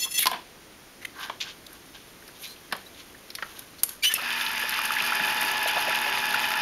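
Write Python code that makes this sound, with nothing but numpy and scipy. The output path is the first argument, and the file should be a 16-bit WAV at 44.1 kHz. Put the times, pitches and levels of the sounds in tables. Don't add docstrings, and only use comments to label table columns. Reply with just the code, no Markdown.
import sys
import numpy as np
from scipy import signal
from scipy.fft import rfft, irfft, next_fast_len
from scipy.io import wavfile
from scipy.ndimage import map_coordinates

SR = 44100
rng = np.random.default_rng(int(sys.argv[2]) if len(sys.argv) > 2 else 0)


def master_out(mix):
    frames = np.transpose(np.atleast_2d(mix))
    ceiling = np.clip(frames, -1, 1)
    pcm = np.round(ceiling * 32767).astype(np.int16)
    wavfile.write(sys.argv[1], SR, pcm)


N = 291573
TOP_HZ = 15700

# frequency in Hz, level in dB.
SPRAY = [(3820, -21), (6500, -1.5), (7250, -11.5), (7910, -13), (8460, -9.5), (9800, -2), (11900, 2.5),
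         (15200, -20), (16000, -13)]
# frequency in Hz, level in dB.
STEEL = [(4120, -25.5), (7000, -17), (7790, -17), (8800, -15), (9890, -12), (11900, -4.5), (14100, -38),
         (16000, -66)]
# start in seconds, length in seconds, attack in seconds per 20 dB,
# then the levels of hollow rubbing, tearing and wet fizz in dB.
FIDGET = (2.16, 1, 4, -68, -64, -59.5)

START_S, SPIN_UP_S = 4.145, 0.14
SEAT_S, SEATING_S = 4.76, 0.5
# (dB at first touch, dB gained at full pressure, attack in s)
WHINE, GRINDING, SHUDDER, SPATTER = (-40.5, 7.6, 0.09), (-29.5, 1.75, 0.099), (-50, 7.4, 0.058), (-38, 0.36, 0.16)


def amp(db):
    return 10 ** (np.asarray(db) / 20)


def unit(x):
    return x / np.sqrt(np.mean(x ** 2) + 1e-20)


def crest(x):
    return x / (np.abs(x).max() + 1e-12)


def along(points, hz):
    f, v = np.transpose(points)
    return np.interp(np.log(hz + 1), np.log(f + 1), v)


def wobble(rate, size=N):
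    knots = rng.standard_normal(int(size * rate / SR) + 4)
    fine = np.arange(0, len(knots) - 1, 0.125)
    curve = map_coordinates(knots, [fine])
    return np.interp(np.arange(size) * rate / SR, fine, curve)


def filtered(x, response):
    m = next_fast_len(len(x) + 8192)
    return irfft(rfft(x, m) * response(np.fft.rfftfreq(m, 1 / SR)), m)[:len(x)]


def coloured(x, spectrum):
    return unit(filtered(x, lambda f: amp(along(spectrum, f))))


def resonate(x, modes):
    def response(f):
        return sum((-1) ** k * amp(db) * 1j * f * width / (hz * hz - f * f + 1j * f * width)
                   for k, (hz, width, db) in enumerate(modes))
    return unit(filtered(x, response))


def grains(rate, unevenness):
    place, sign, size = rng.random((int(rate * N / SR), 3)).T
    strength = (2 * sign - 1) * amp(2.94 * unevenness * size ** 2)
    return unit(np.bincount((place * N).astype(int), strength, N))


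def burst(t60):
    t = np.arange(SR // 5) / SR
    return np.sign(rng.standard_normal(len(t))) * amp(-60 * t / max(t60, 1e-3))


def add(track, s, sound):
    part = track[max(round(s * SR), 0):][:len(sound)]
    part += sound[:len(part)]


def swell(start, length, attack, release):
    t = np.arange(N) / SR
    before = (start - t) / max(attack, 1e-3)
    after = (t - start - length) / max(release, 1e-3)
    return amp(-20 * np.maximum(0, np.maximum(before, after)))


def ramp(start, length):
    return np.clip((np.arange(N) / SR - start) / max(length, 1e-3), 0, 1)


def driven(sound):
    db, pressed_db, attack = sound
    return ramp(START_S, attack) * amp(db + pressed_db * ramp(SEAT_S, SEATING_S))


def motor(wheel_hz=14.3, sway=0.0093, whine_db=-0.5, surge_db=11, hum_db=-1, mains_hz=240, mains_db=-55.5):
    # multiple of the mesh rate, level in dB.
    mesh = [(1, -4), (2, -5.5), (3, -16)]
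    # frequency in Hz once the motor is up to speed, level in dB.
    gearbox = [(393, -20.5), (658, -20), (826, -13), (909, -10.5), (937, -15), (974, -8), (1034, -15.5)]
    free_hz, loaded_hz, sag_s = 911.5, 854.2, 0.3
    t = np.arange(N) / SR
    run_up = np.pi / 2 * ramp(START_S, SPIN_UP_S)
    running = np.sin(run_up)
    torque = np.sqrt(np.abs(np.cos(run_up)))
    sag = np.exp(-np.maximum(t - START_S - SPIN_UP_S, 0) / sag_s)
    mesh_hz = running * (loaded_hz + (free_hz - loaded_hz) * sag)

    turns = np.cumsum(wheel_hz * mesh_hz / loaded_hz) / SR
    wheel = np.sin(2 * np.pi * turns + 0.86 * wobble(6.6))
    phase = 2 * np.pi * np.cumsum(mesh_hz * (1 + sway * wheel + 0.0039 * wobble(90))) / SR
    teeth = sum(amp(db + surge_db * torque * (k - 1.5) + 1.5 * wobble(45)) * np.sin(round(k) * phase)
                for k, db in mesh)
    run_time = np.cumsum(running) / SR
    hum = sum(amp(db + 1.6 * wobble(12)) * np.sin(2 * np.pi * hz * run_time + 0.5 * wobble(14))
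              for hz, db in gearbox)
    mains = amp(mains_db) * running * np.sin(2 * np.pi * mains_hz * t)
    gears = driven(WHINE) * (amp(whine_db) * teeth + amp(hum_db) * hum)
    return np.sqrt(2) * (gears + mains), wheel, phase


def reamer(wheel, phase, housing_db=-3, rasp_db=-5, rumble_db=-2, spray_db=-1, clump_db=5.0, spurt_db=1.1):
    # frequency in Hz, width in Hz, level in dB.
    housing_modes = [(1335, 20, 1), (1712, 118, 4), (2432, 58, 5), (2569, 88, 4), (2795, 55, 3.5),
                     (3010, 87, 0.5), (3588, 85, -1), (4615, 60, -9), (4827, 60, -1.5), (5273, 76, -4.5)]
    # frequency in Hz, level in dB.
    rasp_colour = [(410, -27), (700, -23.5), (838, -6.5), (1100, -3.5), (1700, -2), (2180, -4), (2510, -6),
                   (5100, -12.5), (7600, -26.5), (9880, -47.5), (16700, -120)]
    # frequency in Hz, level in dB.
    rumble_colour = [(65, -63.5), (110, -17.5), (242, -13), (483, -13.5), (780, -5), (850, -18),
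                     (1100, -43), (1870, -120)]
    drag = amp(0.1 * wheel + 1.1 * wobble(40))
    tooth_force = 1 + 0.5 * np.sin(phase)
    housing = resonate(grains(7000, unevenness=6.0) * drag * tooth_force, housing_modes)
    housing = unit(filtered(housing, lambda f: 1 / (1 + (900 / (f + 1)) ** 4) / (1 + (f / 6500) ** 4)))
    rasp = coloured(grains(5000, unevenness=1) * drag, rasp_colour)
    clumps = amp(clump_db * np.minimum(wobble(260), 2) + spurt_db * wobble(17))
    crackle = coloured(grains(7000, unevenness=3.5) * drag * clumps, SPRAY)
    shudder = coloured(grains(2000, unevenness=-0.5) * drag, rumble_colour)
    return (driven(GRINDING) * (amp(housing_db) * housing + amp(rasp_db) * rasp)
            + amp(rumble_db) * driven(SHUDDER) * shudder
            + amp(spray_db) * driven(SPATTER) * crackle)


def bubbles(rows, t60, width, level_db):
    out = np.zeros(N)
    for s, db, hz in rows:
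        cavity = [(hz, width * hz, 0)]
        add(out, s, amp(db + level_db) * crest(resonate(resonate(burst(t60), cavity), cavity)))
    return out


def pops():
    # time in seconds, relative level in dB, pitch in Hz.
    pockets = [(4.464, -16, 3450), (4.789, -16, 1220), (4.9055, -13.5, 1298), (4.9651, -15.5, 1860),
               (4.9856, -15.5, 2370), (5.0022, -13.5, 2590), (5.1213, -14, 1460), (5.1991, -14, 1756),
               (5.95, -12.5, 2780), (6.342, -13.5, 1310)]
    return bubbles(pockets, t60=0.03, width=0.36, level_db=-1)


def plops():
    # time in seconds, relative level in dB, pitch in Hz.
    drops = [(4.634, -31, 600), (5.196, -26, 715), (5.205, -33, 233), (5.434, -35, 274), (5.657, -21, 640),
             (5.763, -19.5, 716), (5.874, -23.5, 626), (6.064, -27.5, 650)]
    return bubbles(drops, t60=0.072, width=0.39, level_db=-2.0)


def squelches(rate=45, level_db=1.0, spread_db=2, low_hz=1200, high_hz=4500):
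    chance = rng.random((400, 3))
    times = START_S + np.cumsum(-np.log(1 - chance[:, 0])) / rate
    grind = np.interp(times, np.arange(N) / SR, driven(GRINDING))
    db = 20 * np.log10(grind + 1e-9) + spread_db * np.minimum(-np.log(1 - chance[:, 1]), 2)
    hz = low_hz * (high_hz / low_hz) ** chance[:, 2]
    rows = np.transpose([times, db, hz])
    return bubbles(rows[times < N / SR], t60=0.019, width=0.28, level_db=level_db)


def pith_snaps(rate=14, level_db=10, spread_db=3, t60=0.0058, centre_hz=2400, width=1.34):
    gap, size = rng.random((70, 2)).T
    times = START_S + np.cumsum(2 * gap) / rate
    rows = [(s, db, centre_hz) for s, db in zip(times, spread_db * (2 * size - 1))]
    return bubbles(rows, t60, width, level_db) * driven(GRINDING)


def squeaks(overtone_db=-10, fall_db=-3, jitter=0.0091, rasp_width=0.76, rasp_top_db=-7):
    # start in seconds, length in seconds, pitch in Hz, level in dB, roughness from 0 to 1.
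    slips = [(0.045, 0.04, 1060, -42, .45), (0.218, 0.033, 2130, -27.5, .5),
             (1.012, 0.031, 2030, -44, 0.54), (1.048, 0.01, 2110, -30, 0.5),
             (1.049, 0.0097, 3100, -37, 0.2), (1.664, 0.0081, 3780, -39.5, 0.46),
             (2.456, 0.096, 4100, -46, 0.38), (2.861, .016, 3920, -45, 0), (3.78, 0.031, 4310, -46, 0.56),
             (4.023, .03, 2380, -27.5, 0), (4.024, 0.031, 4650, -29.5, .3), (4.032, 0.033, 2890, -20, 0.75),
             (4.042, .059, 2993, -20.5, 0.07), (4.09, 0.05, 1760, -29.5, 0.24),
             (4.096, 0.0257, 3520, -42, 0.05), (4.112, 0.02, 2926, -28, 0.5),
             (4.145, 0.03, 2660, -26.5, 0.24), (4.174, 0.029, 1306, -36, 0.47)]
    pitch_rise = 0.055
    out = np.zeros(N)
    for s, length, hz, db, rough in slips:
        u = np.linspace(0, 1, max(int(length * SR), 64))
        rough = np.clip(rough, 0, 1)
        unsteady = 1 + jitter * (1 + 4 * rough) * wobble(780, size=len(u))
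        pitch = hz * (1 + pitch_rise * (u - 0.5)) * unsteady
        phase = 2 * np.pi * np.cumsum(pitch) / SR
        overtones = sum(amp(overtone_db + fall_db * k) * np.sin((k + 2) * phase)
                        for k in range(4) if (k + 2) * hz < TOP_HZ)
        tone = np.sin(phase) + overtones
        band = [(hz, rasp_width * hz, 0)]
        rasp = resonate(resonate(rng.standard_normal(len(u)), band), band)
        rasp = rasp + amp(rasp_top_db) * coloured(rng.standard_normal(len(u)), SPRAY)
        arch = np.abs(np.sin(np.pi * u)) ** 0.75
        add(out, s, amp(db) * arch * (np.sqrt(1 - rough) * unit(tone) + np.sqrt(rough) * rasp))
    return out


def clicks(ring_db=-27, t60=0.026):
    # time in seconds, level in dB, share of the body in dB (capped below).
    contacts = [(0.191, -14, -12), (0.2565, -12.5, -2), (0.269, -7, -1.5), (1.053, -42, -8),
                (1.73, -36, -16), (2.279, -33, -4), (2.725, -20, -3.5), (2.765, -34, -15), (3.3032, -26, 1),
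                (3.352, -20, -2), (3.5919, -24.5, -8), (3.8339, -4.5, -13.5), (3.8918, -20.5, -7),
                (4.139, -7, -17), (4.693, -17, -6)]
    # frequency in Hz, level in dB.
    frame = [(700, -50), (1600, 1), (2600, 8), (3400, 7.5), (4400, 12.5), (5400, 12.5), (7400, -19),
             (9000, -14.5)]
    out = np.zeros(N)
    for s, db, body_db in contacts:
        share = np.clip(amp(body_db), 0, 0.95)
        snap = crest(coloured(burst(t60) + amp(ring_db) * burst(0.143), STEEL))
        body = crest(coloured(burst(t60), frame))
        add(out, s, amp(db) * (np.sqrt(1 - share ** 2) * snap + share * body))
    return out


def thuds():
    # time in seconds, peak in dB, contact centre in Hz, contact width in Hz, contact t60 in seconds.
    impacts = [(2.713, -34, 1800, 1300, .07), (2.7239, -16, 1780, 1200, 0.041),
               (2.726, -20.5, 630, 525, 0.044), (2.7509, -27.5, 620, 450, 0.042),
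               (3.385, -27, 1700, 500, 0.032), (3.424, -18.5, 1420, 600, 0.029)]
    # frequency in Hz, width in Hz, level in dB.
    bowl = [(203, 65, 0), (630, 135, -2), (1110, 104, 1), (1335, 93, -2.5), (1750, 350, -2.5),
            (3040, 340, -2.5), (4250, 890, -5.5)]
    out = np.zeros(N)
    for s, db, hz, width, t60 in impacts:
        contact = resonate(burst(t60), [(hz, width, 0)])
        add(out, s, amp(db) * crest(resonate(contact, bowl)))
    return out


def handling(grip_db=4.0):
    # start in seconds, length in seconds,
    # attack in seconds per 20 dB, then the levels of hollow rubbing, tearing and wet fizz in dB.
    strokes = [(1.196, 0.039, 0.062, -37.5, -43, -48.5), (1.406, 0.009, 0.0047, -47, -35, -49),
               (1.45, .035, 0.033, -48.5, -48.5, -60), (1.712, 0.04, .08, -55, -60, -58),
               (1.946, 0.0103, 0.014, -51, -53, -66), (2.427, 0.02, 0.098, -57, -47, -45),
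               (2.467, 0.031, .05, -57, -51, -53), (2.963, 0.038, 0.04, -65, -51.5, -57),
               (3.46, 0.155, 0.25, -55.5, -55, -54), (3.888, 0.043, 0.024, -53, -50.5, -46)]
    # frequency in Hz, level in dB.
    hollow = [(400, -41), (800, -7), (1130, 1), (1360, -8), (1560, 4.5), (1920, -9), (3600, -24),
              (7500, -38)]
    # frequency in Hz, level in dB.
    tearing = [(900, -47.5), (2200, -2), (3600, 1), (4600, -4.5), (7000, -11.5), (10000, -45)]
    slower_s = 0.044
    layers = [np.outer(amp(levels), swell(s, length, attack, attack + slower_s))
              for s, length, attack, *levels in list(strokes) + [FIDGET]]
    rub, tear, fizz = np.max(layers, axis=0)
    return (rub * coloured(grains(4000, unevenness=7), hollow)
            + amp(grip_db * wobble(35.56)) * tear * coloured(grains(2500, unevenness=0.0), tearing)
            + fizz * coloured(grains(1500, unevenness=-3.5), SPRAY))


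def finger_ticks(rate=11, level_db=-42, spread_db=3, low_hz=1500, high_hz=5500):
    start, length = FIDGET[:2]
    gap, size, pitch = rng.random((80, 3)).T
    times = start + np.cumsum(2 * gap) / rate
    hz = low_hz * (high_hz / low_hz) ** pitch
    rows = np.transpose([times, spread_db * (2 * size - 1), hz])
    return bubbles(rows[times < start + length], t60=0.035, width=0.3, level_db=level_db)


def knife(flutter_db=4.0, jitter=0.54, chatter_db=-14, hiss_db=-11, damped_db=-17, light_grit_db=-11):
    # frequency in Hz, level in dB.
    blade_modes = [(1981, -48.5), (2681, -41.5), (3348, -38.5), (4377, -40), (5265, -40.5), (6132, -39),
                   (7025, -38), (8048, -45.5), (9049, -49.5), (10174, -50), (10584, -60), (10890, -40),
                   (11310, -47), (12500, -45), (13614, -48), (14955, -50)]
    # frequency in Hz, width in Hz, level in dB.
    scrape_modes = [(1760, 290, -12), (2070, 140, -2.5), (2740, 177, 2.5), (3400, 170, 5.5),
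                    (3770, 390, 2.5), (10700, 740, 3.5), (11800, 940, -1.5), (13300, 460, 2)]
    # start in seconds, length in seconds, level in dB.
    slides = [(0.004, 0.048, -28), (0.115, 0.0092, -32), (0.144, 0.026, -28.5), (0.163, .008, -30),
              (.182, 0.012, -20.5), (0.203, 0.028, -23.5)]
    attack_s, release_s, drag_db = 0.015, 0.022, -43
    bite_s, bite_time, laid_down_s = 0.1904, 0.006, 0.256
    size = SR // 2
    jerks = [swell(s, length, attack_s, release_s) * amp(db) for s, length, db in slides]
    light_drag = amp(drag_db) * swell(0, laid_down_s, attack_s, release_s)
    friction = np.max(jerks + [light_drag], axis=0)[:size]
    flat = ramp(bite_s - bite_time / 2, bite_time)[:size]
    ring = friction * amp(damped_db * flat)
    scrape = friction * amp(light_grit_db * (1 - flat))

    t = np.arange(size) / SR
    blade = sum(amp(db + flutter_db * wobble(61, size))
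                * np.sin(2 * np.pi * hz * t + wobble(34.0, size) + jitter * wobble(400, size))
                for hz, db in blade_modes)
    chatter = resonate(rng.standard_normal(size), [(hz, 90, db) for hz, db in blade_modes])
    hiss = coloured(rng.standard_normal(size), SPRAY)
    grit = resonate(rng.standard_normal(size), scrape_modes) * amp(1.3 * wobble(199, size))
    edge = ring * (unit(blade) + amp(chatter_db) * chatter + amp(hiss_db) * hiss) + scrape * grit
    edge = filtered(edge, lambda f: 1 / (1 + (1000 / (f + 1)) ** 4))
    return np.pad(edge, (0, N - size))


def knocks(tick_db=-5):
    # time in seconds, body peak in dB, relative level of the treble tick in dB, contact t60 in seconds.
    blows = [(0.257, -15, -3, 0.1), (0.265, -14.5, -17, 0.046), (0.315, -19, -1.5, 0.05),
             (0.33, -20.5, -30, 0.16), (1.297, -18.5, -32.5, 0.034)]
    # frequency in Hz, width in Hz, level in dB.
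    board = [(250, 89, -11), (702, 240, -4), (1037, 87, 6), (1610, 230, -5.5), (2236, 670, -10),
             (3400, 630, -9.5)]
    out = np.zeros(N)
    for s, db, treble_db, t60 in blows:
        body = crest(resonate(burst(t60), board))
        tick = crest(coloured(burst(0.014), STEEL))
        add(out, s, amp(db) * (body + amp(treble_db + tick_db) * tick))
    return out


def kitchen(x):
    # frequency in Hz, t60 in seconds.
    decay = [(200, 0.99), (1000, 0.22), (4000, 0.44), (12000, 0.26)]
    hz, t, z = signal.stft(rng.standard_normal(SR // 2), SR, nperseg=256)
    fading = z * amp(-60 * t / along(decay, hz)[:, None])
    tail = signal.istft(fading, SR, nperseg=256)[1]
    return signal.fftconvolve(x, np.pad(tail / np.linalg.norm(tail), (SR // 200, 0)))[:N]


def room_hiss(level_db=-50):
    # frequency in Hz, level in dB.
    air = [(12, -30), (20, -6.5), (116, -7), (347, -4), (527, -8), (897, -12), (2020, -12), (4540, -17),
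           (6360, -17.5), (7950, -24), (9140, -19), (16000, -27)]
    return amp(level_db) * coloured(rng.standard_normal(N), air)


def scene():
    gears, wheel, phase = motor()
    juice = pops() + plops() + squelches() + pith_snaps()
    blows = knocks() + thuds()
    hands = handling() + finger_ticks() + squeaks()
    near = knife() + clicks() + hands + reamer(wheel, phase) + juice
    echo = kitchen(amp(-15.0) * near + amp(-10.5) * blows)
    return (gears + near + blows + echo + room_hiss())[None]


def record(dry, notch_hz=7900, notch_width_hz=450):
    def response(f):
        offset = 1j * (f - notch_hz)
        return offset / (notch_width_hz + offset) * (f < TOP_HZ)
    return filtered(dry[0], response)[None]


dry = scene()
out = record(dry)
master_out(out)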